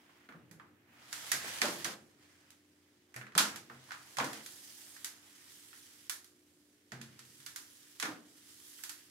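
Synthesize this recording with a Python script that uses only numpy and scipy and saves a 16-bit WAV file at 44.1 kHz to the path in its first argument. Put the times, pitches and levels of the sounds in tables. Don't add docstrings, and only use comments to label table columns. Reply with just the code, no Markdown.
import sys
import numpy as np
from scipy import signal
from scipy.fft import rfft, irfft
from scipy.io import wavfile
from scipy.ndimage import uniform_filter1d

SR = 44100
rng = np.random.default_rng(int(sys.argv[2]) if len(sys.argv) > 2 else 0)


def boost_factor(decibels):
    exponent = np.asarray(decibels, float) / 20
    return 10 ** exponent


def transcribe(signal):
    frames = np.atleast_2d(signal).T
    limited = np.clip(frames, -1, 1)
    pcm = np.round(limited * 32767).astype(np.int16)
    wavfile.write(sys.argv[1], SR, pcm)


N = 401310
SPAN = 2 ** 15


def evened(x):
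    return x / np.sqrt(np.mean(x ** 2) + 1e-20)


def read(points, hz):
    f, value = np.transpose(points)
    return np.interp(np.log(hz + 1), np.log(f + 1), value)


def causal(points, size=4096):
    half_db = np.maximum(read(points, np.fft.rfftfreq(size, 1 / SR)), -60)
    half = half_db * np.log(10) / 20
    log_gain = np.r_[half, half[-2:0:-1]]
    taps = np.fft.ifft(np.exp(np.conj(signal.hilbert(log_gain)))).real[:size // 2]
    return taps / np.linalg.norm(taps)


def bell(hz, centre_hz, width_hz):
    return 1j * hz * width_hz / (centre_hz ** 2 - hz ** 2 + 1j * hz * width_hz)


def add(mix, s, sound):
    part = mix[:, round(s * SR):][:, :sound.shape[1]]
    part += sound[:, :part.shape[1]]


# (frequency [Hz], correlation)
MIC_LIKENESS = [(60, 0.94), (150, 0.95), (380, 0.71), (950, 0.25), (2380, 0.06), (5980, 0.027),
                (15000, 0.02)]


def pair_noise(field_db, size=512):
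    hop = size // 2
    hz, t = np.fft.rfftfreq(size, 1 / SR), np.arange(N // hop + 5) * hop / SR
    a, b, c, d = rng.standard_normal((len(t), len(hz), 4)).T
    same = np.clip(read(MIC_LIKENESS, hz), -1, 1)[:, None]
    left = a + 1j * b
    right = same * left + np.sqrt(1 - same ** 2) * (c + 1j * d)
    z = np.array([left, right]) * boost_factor(field_db(hz[:, None], t))
    return signal.istft(z, window="cosine", nperseg=size, noverlap=size - hop)[1][:, :N]


# (frequency [Hz], level [dB per Hz])
ROOM_HISS = [(25, -30), (50, -19.5), (85, -5.5), (130, -7), (250, 0.5), (330, -3.5), (430, -4.5), (620, -9),
             (1000, -19.5), (1800, -17), (2600, -20), (5000, -24.5), (10000, -25.5), (16000, -25)]
# (frequency [Hz], level [dB])
APPLIANCE_HUM = [(91.5, -86), (258.4, -86), (296.1, -76), (355.3, -81), (414.5, -89)]


def quiet_room():
    t = np.arange(N) / SR
    hiss = pair_noise(lambda hz, frames: read(ROOM_HISS, hz) + 0 * frames, size=2048)
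    floor = boost_factor(-69.5 - 5.5) * evened(hiss)
    pole = np.exp(-np.pi * 6 / SR)
    for hz, db in APPLIANCE_HUM:
        waver = .35 * evened(signal.lfilter([1], [1, -pole], rng.standard_normal((2, N))))
        in_phase = (1 + waver[0]) * np.cos(2 * np.pi * hz * t)
        floor = floor + boost_factor(db + 3.5) * (in_phase + waver[1] * np.sin(2 * np.pi * hz * t))
    return floor


# (start [s], end [s], fibre hiss at start [dB], at end [dB],
# pressure as sheet hiss [dB])
HAND_STROKES = [(0.0, 0.28, -76, -78, -70), (0.28, 0.88, -83, -86, -76), (0.88, 1.125, -83, -57, -65),
                (1.125, 1.4, -53, -50, -56.5), (1.4, 1.62, -48, -49, -50.5), (1.62, 1.955, -47, -56, -56),
                (1.955, 2.2, -72, -77, -76), (2.2, 2.55, -71, -76, -73), (2.55, 3.35, -77, -80, -80),
                (3.35, 3.6, -64, -71, -57), (3.6, 4.18, -71, -60, -68), (4.18, 4.43, -56, -57, -58.5),
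                (4.43, 5.05, -57, -59, -69), (5.05, 5.5, -68, -61, -70), (5.5, 6.095, -60, -63, -71.5),
                (6.095, 6.92, -75, -76, -82), (6.92, 7.25, -75, -66, -72), (7.25, 8.0, -63, -63.5, -73),
                (8.0, 8.2, -62, -68, -66), (8.2, 8.85, -69, -56, -73), (8.85, 9.1, -60, -66, -73)]


def hand(t):
    arch_db, follow, change_s = 1.5, 0.3, 0.03
    strokes = np.transpose(HAND_STROKES)
    now = np.clip(np.searchsorted(strokes[0], t) - 1, 0, None)
    start, end, first_db, last_db, sheet_db = strokes[:, now]
    u = np.clip((t - start) / (end - start), 0, 1)
    move_db = (last_db - first_db) * (u - .5) + arch_db * np.sin(np.pi * u)
    levels = np.array([(first_db + last_db) / 2 + move_db, sheet_db + follow * move_db])
    return uniform_filter1d(levels, max(round(change_s / (t[1] - t[0])), 1), axis=1)


# (frequency [Hz], level [dB], t60 [s])
TRAY_MODES = [(131, -10, 0.17), (161.7, -15, 0.35), (207, -16.5, 0.11), (240, -11.5, 0.59),
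              (320, -6.5, 0.099), (345, -8, 0.12), (419.1, -14, 0.19), (486.8, -13.5, 0.054)]


def tray_ring(share_db=-3.):
    t = np.arange(SR // 2) / SR
    modes = 0
    for hz, db, t60 in TRAY_MODES:
        modes = modes + boost_factor(db - 60 * t / t60) * np.sin(2 * np.pi * hz * t) / np.sqrt(t60)
    return (t == 0) + boost_factor(share_db) * modes / np.sqrt(SR) * 4


# (frequency [Hz], level [dB per Hz])
FIBRE_HISS = [(1100, -22), (1800, 2.5), (2500, -5), (3000, 3.5), (4100, 1.5), (4900, 3), (8800, 0.5),
              (11000, -1.5), (13000, -5.5), (15800, -11.5)]
# (frequency [Hz], level [dB])
SHEET_COLOUR = [(400, -29), (700, -6.5), (1100, -1), (1600, -1), (2000, -2), (2600, -10.5), (3600, -20.5)]
# (frequency [Hz], level [dB])
ROCK_COLOUR = [(60, -40.5), (100, -8.5), (140, -6.5), (210, -3.5), (330, -14.5), (500, -12), (800, -11),
               (1200, -36.5)]


def wipe(flicker_db=0.8, grit_db=1.5, patchy_db=1.1):
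    def hiss(hz, t):
        patches = uniform_filter1d(rng.standard_normal((len(t), len(hz))).T, 8, 0)
        patches = evened(uniform_filter1d(patches, 10, 1))
        flicker = evened(uniform_filter1d(rng.standard_normal(len(t)), 3))
        fibre_db, sheet_db = hand(t)
        tilt = -3.1 - 0.4 * (sheet_db - fibre_db)
        fibres = read(FIBRE_HISS, hz) + fibre_db + tilt * np.log2(np.clip(hz, 1500, 16000) / 6000)
        fibres = fibres + 1.2 * np.minimum(tilt, 0) * np.log2(np.maximum(hz, 8000) / 8000)
        flat = read(SHEET_COLOUR, hz / 0.72) + np.where(t < 5.3, -1.5, -60)
        rim = read(SHEET_COLOUR, hz / 1.22)
        sheet = np.maximum(rim, flat) + sheet_db + 9.5
        both = 10 * np.log10(boost_factor(2 * fibres) + boost_factor(2 * sheet))
        return both + 2.74 + patchy_db * patches + flicker_db * flicker

    catches = uniform_filter1d(rng.exponential(1, N), 12)
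    grit = evened(boost_factor(grit_db * catches * 4.4))
    rocking = pair_noise(lambda hz, t: read(ROCK_COLOUR, hz) + 0 * t, size=2048)
    rocking = evened(signal.oaconvolve(rocking, tray_ring(44.0)[None])[:, :N])
    rock_db, rock_per_db, rock_thud_db, rock_t60, deep_hz = -79.5, 0.65, -13, 1.6, 185
    t = np.arange(0, N / SR, .002)
    power = boost_factor(2 * (rock_db + rock_per_db * (hand(t)[1] + 72)))
    for s, boom_db, pitch_hz, _, _ in LANDINGS:
        fading_db = boom_db + rock_thud_db - 60 * abs(t - s) / rock_t60
        power = power + (t > s) * (pitch_hz < deep_hz) * boost_factor(2 * fading_db)
    rock_level = np.interp(np.arange(N) / SR, t, np.sqrt(power))
    return grit * pair_noise(hiss) / 18.7 + rocking * rock_level


# (frequency [Hz], t60 [s])
ROOM_DECAY = [(100, 0.2), (300, 0.77), (1000, 0.37), (3000, 0.3), (7000, 0.3), (14000, 0.29)]
# (delay [s], level [dB])
FIRST_ECHOES = [(.0021, -12), (.0037, -11), (.0075, -14), (.0128, -15)]


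def room_tails(count=6, tail_db=3.5):
    taps = np.zeros((count, 2, SPAN // 2 + 8192))
    slots = np.arange(24, taps.shape[2] - 20, 4)
    at = slots + rng.integers(0, 4, (count, 2, len(slots)))
    np.put_along_axis(taps, at, rng.choice([-1., 1.], at.shape), 2)
    hz, t, z = signal.stft(taps, SR, nperseg=512)
    same = np.clip(read(MIC_LIKENESS, hz), -1, 1)[:, None]
    z[:, 1] = same * z[:, 0] + np.sqrt(1 - same ** 2) * z[:, 1]
    decay = boost_factor(-60 * t / read(ROOM_DECAY, hz)[:, None])
    tails = signal.istft(z * decay, SR, nperseg=512)[1][..., :taps.shape[2]]
    tails *= np.minimum(np.arange(taps.shape[2]) / 90, 1)
    tails *= boost_factor(tail_db) / np.linalg.norm(tails[:, :1], axis=2, keepdims=True)
    for delay, db in FIRST_ECHOES:
        where = np.round(delay * SR * rng.uniform(0.74, 1.2, (count, 2, 1))).astype(int)
        np.put_along_axis(tails, where, boost_factor(db), 2)
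    return rfft(tails, SPAN)


# (time [s], snap [dB], sheet clank [dB], treble over snap [dB])
RIM_SNAGS = [(0.0159, -61, -80, -24), (0.512, -45.5, -56, -11), (1.1278, -26.5, -41, -12.5),
             (1.3172, -14.5, -28.5, -13.5), (1.6834, -28, -42, -17), (1.8453, -21, -55, -16),
             (2.5044, -46.5, -70, -11.5), (3.142, -44, -48, -13), (3.1623, -34.5, -40, -14.5),
             (3.5595, -32, -57, -14), (4.1697, -28.5, -42, -17), (4.2433, -28.5, -47, -14),
             (4.331, -31.5, -50, -15), (4.4612, -34, -55, -11), (4.9646, -43, -53, -17),
             (5.0452, -26, -47, -9.5), (6.096, -23, -43, -9.5), (6.244, -46.5, -69, -8.5),
             (6.276, -56.5, -75, -12), (7.014, -35, -54, -17), (7.1916, -39, -57, -14.5),
             (7.4016, -46, -63, -13), (7.463, -31, -53, -13), (7.5602, -30, -48, -10.5),
             (7.9992, -24.5, -43, -14), (8.8367, -30, -49, -9), (8.894, -30.5, -48.5, -9.5)]
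# (time [s], snap [dB], clank [dB], clank centre [Hz])
SHEET_CLANKS = [(0.094, -75, -57, 1000), (0.289, -61, -46.5, 1600), (0.323, -62, -48, 1300),
                (0.5977, -70, -45.5, 1300), (1.617, -14.5, -26, 1750), (1.6545, -21.5, -29, 1080),
                (1.8534, -27.5, -34, 1500), (3.213, -56.5, -42.5, 1680), (3.267, -52.5, -48, 1630),
                (3.321, -53, -54, 1620), (3.3517, -26.5, -32.5, 1350), (3.6984, -55, -42, 1350),
                (3.8894, -58, -49, 1300), (3.9074, -44, -40, 1610), (3.919, -33.5, -38, 1500),
                (4.185, -21, -22.5, 1000), (4.1998, -40, -26, 1550), (5.73, -56, -50.5, 1700),
                (6.9196, -35, -41.5, 1650), (8.0263, -21.5, -32, 1800), (8.0546, -33, -33, 1350),
                (8.79, -58, -55, 1600)]
# (time [s], snap [dB], clank [dB], clank centre [Hz])
RIM_KNOCK = (3.3786, -5, -20.5, 1500)


def contacts():
    snags = [(s, snap_db, clank_db, 1850, 0.0026, treble_db)
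             for s, snap_db, clank_db, treble_db in RIM_SNAGS]
    clanks = [(s, snap_db, clank_db, hz, 0.0021, -27 + 0.6 * max(snap_db - clank_db, 0))
              for s, snap_db, clank_db, hz in SHEET_CLANKS]
    return snags + clanks + [(*RIM_KNOCK, 0.00016, -18)]


# (frequency [Hz], level [dB])
SNAP_COLOUR = [(500, -22.5), (1000, -6.5), (1800, 0.5), (2600, 1.5), (4000, 2), (6500, 1), (9000, -4),
               (12000, -6), (13500, -16), (16000, -19.5)]


def ticks(tails, clank_width=0.72, shadow_db=-4.2, near_db=2.0):
    out, u, hz = np.zeros((2, N)), np.arange(3000) / SR, np.fft.rfftfreq(SPAN, 1 / SR)
    rows, snap = contacts(), rfft(causal(SNAP_COLOUR), SPAN)
    chance = rng.standard_normal((len(rows), 2, len(u)))
    for k, (s, snap_db, clank_db, clank_hz, length, treble_db) in enumerate(rows):
        burst = chance[k] * np.exp(-u / np.clip(length, .0001, .03)) * np.minimum(u / .0001, 1)
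        burst = burst / np.linalg.norm(burst, axis=1, keepdims=True)
        burst = burst * boost_factor([[shadow_db], [0]])
        clank = bell(hz, clank_hz, clank_width * clank_hz) ** 2
        hardness = np.clip((treble_db + 16.0) / 6.8, -2, 2)
        slope = ((1 + 1j * hz / 5000) / 1.22) ** hardness
        heard = boost_factor(near_db) * rfft(burst, SPAN) + tails[k % len(tails)]
        bright = boost_factor(snap_db + 10.1) * snap * slope * heard
        dull = boost_factor(clank_db + 31.5) * clank * heard
        add(out, s, irfft(bright + dull, SPAN))
    return out


# (time [s], boom [dB], pitch [Hz], t60 [s], rattle [dB])
LANDINGS = [(0.287, -55, 253, 0.078, -56.5), (0.345, -48.5, 166.5, .25, -63), (0.511, -49.5, 160, 0.3, -67),
            (1.33, -53, 150, 0.15, -51), (1.44, -53, 140, .12, -49), (1.616, -60, 230, .15, -39),
            (1.64, -26, 590, 0.068, -38), (1.67, -40, 345, 0.16, -47), (1.70, -49, 152, .3, -56),
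            (1.85, -52, 170, 0.3, -43), (3.158, -50.5, 126, 0.39, -55), (3.2, -53.5, 215.4, 0.44, -60),
            (3.353, -42.5, 170, .2, -43), (3.395, -40, 207, 0.25, -41.5), (3.699, -55, 131, 0.97, -55.5),
            (4.175, -50.5, 144, .5, -58), (4.2, -41, 493, 0.11, -38.5), (4.26, -38.5, 320, 0.096, -56),
            (6.919, -50, 190, .15, -52), (6.93, -46, 131, 1.05, -71), (7.0, -52, 225, 0.35, -78),
            (8.028, -44, 320, 0.16, -44), (8.08, -40.5, 305, 0.17, -48), (7.39, -62, 135, .5, -80)]
# (frequency [Hz], level [dB])
RATTLE_COLOUR = [(60, -31.5), (100, -7), (200, 4), (400, -1), (700, -1), (1000, -6), (1500, -29.5)]


def thuds(tails, wet_db=-9.0, rise=0.0039, rattle_t60=0.28):
    out, u = np.zeros((2, N)), np.arange(SPAN // 2) / SR
    colour = rfft(causal(RATTLE_COLOUR), SPAN)
    chance = rng.standard_normal((len(LANDINGS), len(u)))
    onset = 1 - np.exp(-u / rise)
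    for k, (s, boom_db, pitch_hz, t60, rattle_db) in enumerate(LANDINGS):
        boom_level = boost_factor(boom_db - 60 * u / np.clip(t60, .04, 1.2))
        boom = boom_level * onset * np.sin(2 * np.pi * pitch_hz * u)
        rattle = boost_factor(rattle_db - 60 * u / rattle_t60) * onset * chance[k]
        body = rfft(boom, SPAN) + colour * rfft(rattle, SPAN)
        add(out, s, irfft(body * (1 + boost_factor(wet_db) * tails[k % len(tails)]), SPAN))
    return out


def scene():
    tails = room_tails()
    return quiet_room() + wipe() + ticks(tails) + thuds(tails)


def roll_off(x):
    return signal.sosfilt(signal.butter(12, 16970, fs=SR, output="sos"), x)


# (frequency [Hz], left over right [dB])
STEREO_LEAN = [(60, 3), (180, -0.5), (550, 1), (1650, -2.0), (4970, -1), (15000, -9)]


def record(dry):
    hz = np.fft.rfftfreq(N, 1 / SR)
    lean_db = read(STEREO_LEAN, hz) / 2
    heard = irfft(rfft(dry) * boost_factor([lean_db, -lean_db]), N)
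    heard = 1.1 * np.tanh(heard / 1.1)
    band = 1 / (1 + (hz / 15820) ** 300) / (1 + (35 / (hz + 1)) ** 4)
    heard = irfft(rfft(heard) * band, N)
    return roll_off(1.016 * heard)


dry = scene()
out = record(dry)
transcribe(out)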